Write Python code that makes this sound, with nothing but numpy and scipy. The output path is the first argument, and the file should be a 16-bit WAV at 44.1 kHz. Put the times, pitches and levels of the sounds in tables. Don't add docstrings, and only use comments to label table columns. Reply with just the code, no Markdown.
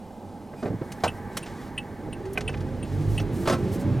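import sys
import numpy as np
from scipy import signal
from scipy.fft import rfft, irfft, next_fast_len
from scipy.io import wavfile
from scipy.ndimage import map_coordinates

SR = 44100
rng = np.random.default_rng(int(sys.argv[2]) if len(sys.argv) > 2 else 0)


def materialize(psi):
    bounded = np.clip(np.atleast_2d(psi).T, -1, 1)
    quanta = np.round(bounded * 32767).astype(np.int16)
    wavfile.write(sys.argv[1], SR, quanta)


N = 176400

FIRST_TICK_S, TICK_PERIOD_S, TICK_COUNT = 1.0773, 0.7, 4
KNOCK_ATTACK_S, KNOCK_HOLD_S = 0.00085, 0.0058

# frequency_hz, switch_on_db, switch_off_db, t60_s
INDICATOR_MODES = [(1947, -41, -66, .053), (2380, -42, -68, .026), (2592, -33, -51, 0.053),
                   (2655, -30, -43, .08), (2735, -42, -47.5, 0.047), (2910, -34.5, -48, 0.049),
                   (3050, -36.5, -57, 0.039), (3200, -42, -70, .04), (3380, -46.5, -69, 0.026),
                   (8750, -42, -44, 0.025), (9000, -48, -47, .027), (9285, -42, -53, 0.033),
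                   (9800, -60, -68, .03)]

# start_s, level_db, t60_s, tilt_db_per_octave, top_hz
PEDAL_THUDS = [(.627, -24.5, 0.064, 1.5, 6000), (.639, -24.5, 0.062, -2, 4000),
               (.6545, -22.5, 0.11, 1, 4000), (.678, -33, 0.084, 2, 6000), (.701, -26.5, 0.18, -4.5, 3000),
               (.720, -29.5, 0.15, -14, 2000), (.738, -26.5, 0.18, -10, 2000),
               (.813, -26, 0.069, -0.5, 5000), (2.062, -35, 0.16, -1.5, 2000), (2.082, -32, .09, -4, 1500),
               (2.379, -28.5, 0.04, 4.5, 2500), (2.407, -33, 0.093, -7, 1000)]
LEVER_BLOWS = [(1.0362, -19, 0.093, 0, 15000), (1.058, -29.5, 0.087, -1.5, 14000),
               (1.066, -30.5, 0.13, -8, 400)]
CONSOLE_CLUNKS = [(3.456, -34.5, 0.17, 1, 6000), (3.4732, -19, 0.14, -1, 15000),
                  (3.496, -22, 0.13, -.5, 15000), (3.522, -24.5, .1, -1, 14000),
                  (3.533, -27, 0.091, -1.5, 12000), (3.548, -31.5, .14, -3.5, 6000)]
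PLASTIC_CLICKS = [(.532, -41, .05, -3.5, 1900), (.918, -39, 0.051, 3, 15000), (1.003, -53, .06, 4, 6000),
                  (1.369, -27, 0.05, 2, 16000), (1.459, -42, 0.16, 0, 8000), (2.253, -46.5, 0.078, 0, 9000),
                  (2.331, -45.5, 0.054, 11.5, 20000), (2.355, -39.5, 0.055, -1, 3000),
                  (2.3755, -35, 0.047, 0, 16000), (2.407, -33.5, 0.038, 0, 8640),
                  (2.492, -30, 0.033, -4.5, 13000), (2.528, -47, .06, 1, 6000),
                  (2.542, -38, 0.032, 0.5, 4000), (2.570, -50.5, .05, 3.5, 6000),
                  (2.604, -48, 0.071, 1, 10000), (3.197, -34, 0.039, 1.5, 5400)]
LATCH_SNAPS = [(2.3752, -17, .023, 1.5, 12000), (2.5415, -33, .021, -6, 5000)]

# frequency_hz, gain_db, t60_s
LEVER_HOUSING_MODES = [(90, -10.5, 0.25), (210, -8, 0.087), (470, -9, 0.13), (590, -13, 0.11),
                       (649, -3.5, .14), (734, 0, 0.14), (800, -11, 0.053), (913, -4, 0.13),
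                       (1120, -13, 0.13), (1222, -10, 0.13), (1334, -13, .17), (1464, -13, .11)]
CONSOLE_MODES = [(103.7, -2, 0.079), (183, -9, 0.34), (361, -11, 0.48), (517, -14, 0.17), (546.6, -6, 0.2),
                 (648, -10, 0.17), (845, -15, 0.047), (1079, -11, 0.15), (1212, -13.5, 0.13),
                 (1334, -16, 0.22), (1423, -18, 0.088), (1698, -22, 0.089), (2230, -15, 0.091)]
LATCH_MODES = [(790, -11, 0.028), (1115, -14, .04), (1530, -15.5, 0.067), (2150, -6, .028),
               (2450, 5.5, 0.015), (2870, -11, .025)]

# frequency_hz, gain_db
CLACK_SPECTRUM = [(1200, -24), (2300, -10), (2850, -1), (3300, -8), (4200, -19), (6500, -33), (8400, -18),
                  (9000, -11), (9600, -23), (12000, -38)]
THUD_SPECTRUM = [(40, -44), (110, 2.5), (300, 4), (450, 2.5), (620, -1.5), (900, -15), (1800, -21),
                 (2800, -35), (8000, -42), (16000, -53)]
LEVER_SPECTRUM = [(40, -23), (100, -9), (330, -5), (560, -1), (700, 1.5), (900, -5.5), (1400, -7),
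                  (2100, -16.5), (3300, -18.5), (5500, -21), (10000, -33.5), (16000, -39)]
CLUNK_SPECTRUM = [(40, -36), (100, -3.5), (330, -0.5), (560, -2), (850, -5), (1250, -5), (2100, -14.5),
                  (3300, -17), (5500, -19), (10000, -26.5), (16000, -39)]
CLICK_SPECTRUM = [(100, -44), (550, 13), (950, 2), (1500, 4.5), (2600, -0.5), (4000, -4), (6000, -5.5),
                  (8200, -9.5), (10200, -9.5), (12000, -15), (16000, -25)]
SNAP_SPECTRUM = [(200, -12.5), (1200, -13), (1900, -17), (2300, 9), (2600, -1), (3000, -19), (3700, -35),
                 (8000, -31), (16000, -36)]

# start_s, length_s, level_db, tilt_db_per_octave
HAND_STROKES = [(0.556, 0.15, -60.5, 1), (0.816, 0.4, -63.5, 5.5), (1.297, 0.41, -57, -1),
                (2.142, 0.71, -60, -5.5), (2.818, 0.14, -57.5, -1), (2.911, 0.19, -56, 1),
                (3.068, .17, -52, 3.5), (3.315, .26, -52.5, 5.5), (3.55, 0.28, -57.5, 1),
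                (3.706, .075, -46.5, 6), (3.787, 0.051, -46, 5.5)]
# start_s, length_s, start_hz, end_hz, level_db
DRIVE_GLIDES = [(2.005, .13, 288, 335, -40.5), (2.137, .13, 338, 356, -39.5),
                (2.226, 0.141, 368, 414.5, -35), (2.339, .15, 409.5, 425, -39.5),
                (2.427, 0.19, 434.4, 490, -46.5), (2.499, 0.49, 490, 579, -51),
                (2.919, 0.26, 295.3, 369, -39), (3.06, 0.31, 385.5, 436, -43.5),
                (3.328, 0.41, 338, 361.3, -32), (3.517, 0.17, 400, 415.4, -34.5),
                (3.417, 0.64, 178.4, 189.6, -32.5), (3.583, .42, 523.4, 597.5, -42),
                (3.644, 0.48, 238.6, 273.2, -36.5), (3.676, 0.39, 292.7, 333, -38.5),
                (3.824, 0.25, 122.4, 131, -25)]
# time_s, rate_hz
FIRING_RATE = [(2.3, 96), (2.374, 94.5), (2.636, 94), (2.726, 87.5), (3.146, 104.5), (3.606, 88.5),
               (3.918, 96), (4.0, 92)]
# frequency_ratio, gain_db
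ENGINE_ORDERS = [(.5, -26), (1, -2), (1.5, -8.5), (2, -26), (3, -19)]
SQUEAK_SERIES = [(1, 1), (2, -5), (3.38, -6)]
# centre_hz, width_hz, gain_db
WHIRR_RESONANCES = [(815, 27, 7.5), (934, 27, -5), (1080, 17, -0.5), (1175, 26, 0.5), (1275, 26, -4),
                    (1562, 24, 0.5), (1750, 38, -3), (1920, 31, -3), (2226, 27, -6)]

# time_s, level_db
ENGINE_LEVEL = [(0, -57), (.55, -50.5), (1.2, -59), (2.2, -51), (2.42, -37.5), (2.85, -34.5), (2.94, -25.5),
                (3.08, -24), (3.25, -35), (3.6, -36), (4, -29)]
ROAD_LEVEL = [(0, -60), (.6, -45.5), (1.1, -40.5), (1.5, -41.5), (1.95, -41), (2.3, -39.5), (2.6, -34),
              (2.9, -34), (3.3, -29.5), (3.6, -28.5), (4, -28)]
SHUDDER_LEVEL = [(0, -60), (.55, -61), (.7, -54), (1.35, -54), (1.95, -55), (2.15, -47), (2.8, -41),
                 (3.22, -34), (3.4, -40), (4, -44)]
WHIRR_LEVEL = [(0, -87), (.6, -60), (.66, -51.5), (1.2, -47), (1.6, -47.5), (2.0, -52), (2.8, -53),
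               (4, -50)]

# frequency_hz, gain_db
RUB_SPECTRUM = [(300, -11), (1500, 2), (4000, 2.5), (8500, -2), (12000, -7.5), (16000, -16)]
ROAD_SPECTRUM = [(30, -37), (68, -10.5), (95, 4), (160, -1.5), (260, -3.5), (400, -5), (500, -14),
                 (800, -23), (1200, -28.5), (2500, -34.5), (6000, -46), (16000, -62)]
SHUDDER_SPECTRUM = [(18, -25), (35, -8.5), (52, 2), (66, -5), (85, -25), (200, -70)]
WHIRR_SPECTRUM = [(500, -19), (900, 4), (1150, -4), (1380, -8), (1600, -0.5), (1950, -4.5), (2220, -5),
                  (2550, -26), (5000, -29.5)]
FAN_SPECTRUM = [(25, -18), (55, -21), (88, -10), (110, -14.5), (145, -15.5), (210, 1.5), (300, -9.5),
                (500, -10.5), (700, -15.5), (850, -21), (1100, -24), (2000, -35), (4000, -39),
                (10000, -44.5), (16000, -52)]

# frequency_hz, level_db
STEREO_BALANCE = [(30, -15), (80, -3), (300, -2), (700, -2), (1400, -0.5), (10000, -0.3)]
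# frequency_hz, phase_rad
STEREO_PHASE = [(40, 0.39), (120, 0.24), (500, 0.16), (2000, 0.34), (5000, 0.33), (12000, 0.035)]


def indicator(attack_s=0.0026, hold_s=0.0079):
    out, t = np.zeros(N), np.arange(SR // 8) / SR
    hz, on_db, off_db, t60 = np.transpose(INDICATOR_MODES)[:, :, None]
    envelope = np.minimum(t / attack_s, 1) * amp(-60 * np.maximum(t - hold_s, 0) / t60)
    modes = envelope * np.sin(2 * np.pi * (hz * t + rng.random(hz.shape)))
    for cycle in range(TICK_COUNT):
        for fraction, db in ((0, on_db), (0.5, off_db)):
            strengths = amp(db + rng.standard_normal(hz.shape))
            add(out, FIRST_TICK_S + TICK_PERIOD_S * (cycle + fraction), (strengths * modes).sum(0))
    return amp(0.5) * out


def indicator_housing(on_db=-37, off_db=-45, t60_s=0.057):
    blows = [(FIRST_TICK_S + TICK_PERIOD_S * (cycle + fraction), db, t60_s, 0, np.inf)
             for cycle in range(TICK_COUNT) for fraction, db in ((0, on_db), (0.5, off_db))]
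    return knocks(blows, CLACK_SPECTRUM, treble_decay_ratio=0.94)


def controls():
    thuds = knocks(PEDAL_THUDS, THUD_SPECTRUM, treble_decay_ratio=1.3)
    lever = knocks(LEVER_BLOWS, LEVER_SPECTRUM, treble_decay_ratio=0.91)
    clunks = knocks(CONSOLE_CLUNKS, CLUNK_SPECTRUM, treble_decay_ratio=1.05)
    clicks = knocks(PLASTIC_CLICKS, CLICK_SPECTRUM, treble_decay_ratio=0.98)
    return thuds + lever + clunks + clicks


def console():
    panels = ringing(CONSOLE_CLUNKS, CONSOLE_MODES, KNOCK_ATTACK_S)
    housing = ringing(LEVER_BLOWS, LEVER_HOUSING_MODES, KNOCK_ATTACK_S)
    return panels + amp(-1) * housing


def latch():
    ping = ringing(LATCH_SNAPS, LATCH_MODES, attack_s=0.00039)
    crack = knocks(LATCH_SNAPS, SNAP_SPECTRUM, treble_decay_ratio=1.5)
    return ping + amp(-12.5) * crack


def pedal_squeak(start_s=0.555, length_s=0.085, pitch_hz=2470):
    hz = pitch_hz * (1 + 0.03 * wobble(700))
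    swell = np.sin(np.pi * np.clip((clock() - start_s) / length_s, 0, 1))
    return amp(-61) * swell * sum(amp(db) * tone(ratio * hz) for ratio, db in SQUEAK_SERIES)


def hands(fade_s=0.031, flutter_db=1.2):
    out, t = np.zeros(N), np.arange(SR) / SR
    for start_s, length_s, db, tilt_db in HAND_STROKES:
        envelope = np.clip(np.minimum(t, length_s - t) / fade_s, 0, 1)
        add(out, start_s, amp(db) * envelope * noise(RUB_SPECTRUM, tilt_db, size=SR))
    return out * amp(flutter_db * wobble(54))


def engine(jitter=0.013, roughness_db=4):
    firing_hz = curve(FIRING_RATE) * (1 + jitter * wobble(25.03))
    orders = sum(amp(db + roughness_db * wobble(22)) * tone(order * firing_hz)
                 for order, db in ENGINE_ORDERS)
    return amp(curve(ENGINE_LEVEL)) * orders


def drive(jitter=0.00976, roughness_db=2.8):
    out = np.zeros(N)
    for start_s, length_s, start_hz, end_hz, db in DRIVE_GLIDES:
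        progress = np.clip((clock() - start_s) / length_s, 0, 1)
        hz = (start_hz + (end_hz - start_hz) * progress) * (1 + jitter * wobble(40))
        out += amp(db + roughness_db * wobble(29.98)) * np.sin(np.pi * progress) * tone(hz)
    return out


def road():
    rumble = amp(curve(ROAD_LEVEL) + 0.12 * wobble(11)) * noise(ROAD_SPECTRUM)
    shudder = amp(curve(SHUDDER_LEVEL)) * noise(SHUDDER_SPECTRUM)
    return rumble + shudder


def whirr():
    def response(hz):
        return sum(amp(db) * resonance(hz, centre_hz, width_hz)
                   for centre_hz, width_hz, db in WHIRR_RESONANCES)
    ring = unit(filtered(rng.standard_normal(N), response))
    return amp(curve(WHIRR_LEVEL) - 3) * (noise(WHIRR_SPECTRUM) + ring)


def fan():
    duct = unit(filtered(rng.standard_normal(N), lambda hz: resonance(hz, centre_hz=829, width_hz=150)))
    return amp(-42) * noise(FAN_SPECTRUM) + amp(-51) * duct


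def cabin_echo(x, t60_s=0.051, delay_s=0.002):
    t = np.arange(SR // 8) / SR
    tail = rng.standard_normal(len(t)) * amp(-60 * t / t60_s) * (t > delay_s)
    return signal.fftconvolve(x, tail / np.linalg.norm(tail))[:N]


def knocks(blows, spectrum, treble_decay_ratio):
    out, t = np.zeros(N), np.arange(SR // 4) / SR
    lowpass = signal.butter(2, 1500, fs=SR, output="sos")
    attack = 1 - np.exp(-t / KNOCK_ATTACK_S)
    for start_s, db, t60, tilt_db, top_hz in blows:
        ring = noise(spectrum, tilt_db, top_hz, size=len(t))
        bass = signal.sosfiltfilt(lowpass, ring)
        treble = ring - bass
        decay_db = -60 * np.maximum(t - KNOCK_HOLD_S, 0) / t60
        burst = bass * amp(decay_db) + treble * amp(decay_db * treble_decay_ratio)
        add(out, start_s, amp(db) * attack * burst)
    return out


def ringing(blows, modes, attack_s):
    out, t = np.zeros(N), np.arange(SR // 3) / SR
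    hz, mode_db, t60 = np.transpose(modes)[:, :, None]
    attack = 1 - np.exp(-t / attack_s)
    for start_s, db, *_ in blows:
        sines = np.sin(2 * np.pi * (hz * t + rng.random(hz.shape)))
        ring = amp(db + mode_db - 60 * t / t60) * sines
        add(out, start_s, attack * ring.sum(0))
    return out


def noise(spectrum, tilt_db=0, top_hz=np.inf, size=N):
    hz = np.fft.rfftfreq(size, 1 / SR)
    roll_off = 1 / np.sqrt(1 + (hz / top_hz) ** 8)
    octaves = np.log2(np.maximum(hz, 100) / 1000)
    magnitude = amp(along(spectrum, hz) + tilt_db * octaves) * roll_off
    return unit(irfft(magnitude * np.exp(2j * np.pi * rng.random(len(hz))), size))


def resonance(hz, centre_hz, width_hz):
    return 1 / (1 + (2 * (hz - centre_hz) / width_hz) ** 2)


def filtered(x, response):
    size = next_fast_len(N + SR // 2)
    return irfft(rfft(x, size) * response(np.fft.rfftfreq(size, 1 / SR)), size)[..., :N]


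def tone(hz):
    return np.sqrt(2) * np.sin(2 * np.pi * (np.cumsum(hz) / SR + rng.random()))


def wobble(rate):
    return map_coordinates(rng.standard_normal(2048), [clock() * rate], mode="wrap")


def along(points, hz):
    point_hz, values = np.transpose(points)
    return np.interp(np.log(hz + 1), np.log(point_hz + 1), values)


def curve(points):
    return np.interp(clock(), *np.transpose(points))


def clock():
    return np.arange(N) / SR


def amp(db):
    return 10 ** (np.asarray(db) / 20)


def unit(x):
    return x / np.sqrt(np.mean(x ** 2) + 1e-20)


def add(track, start_s, sound):
    part = track[max(round(start_s * SR), 0):][:len(sound)]
    part += sound[:len(part)]


def scene(reflect_above_hz=1170):
    ticks = indicator()
    near = controls() + latch() + pedal_squeak() + console() + hands() + fan()
    treble_echo = filtered(cabin_echo(near), lambda hz: hz ** 2 / (hz ** 2 + reflect_above_hz ** 2))
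    cabin = ticks + amp(-10) * cabin_echo(ticks) + indicator_housing()
    cabin += near + amp(-9) * treble_echo
    cabin += whirr() + road() + engine() + drive()
    share = np.array([[0.5], [-0.5]])

    def microphones(hz):
        return amp(share * along(STEREO_BALANCE, hz)) * np.exp(1j * share * along(STEREO_PHASE, hz))
    side = amp(-29) * cabin_echo(cabin)
    return filtered(cabin, microphones) + np.array([side, -side])


def record(dry, top_hz=15900):
    return filtered(dry, lambda hz: hz < top_hz)


dry = scene()
out = record(dry)
materialize(out)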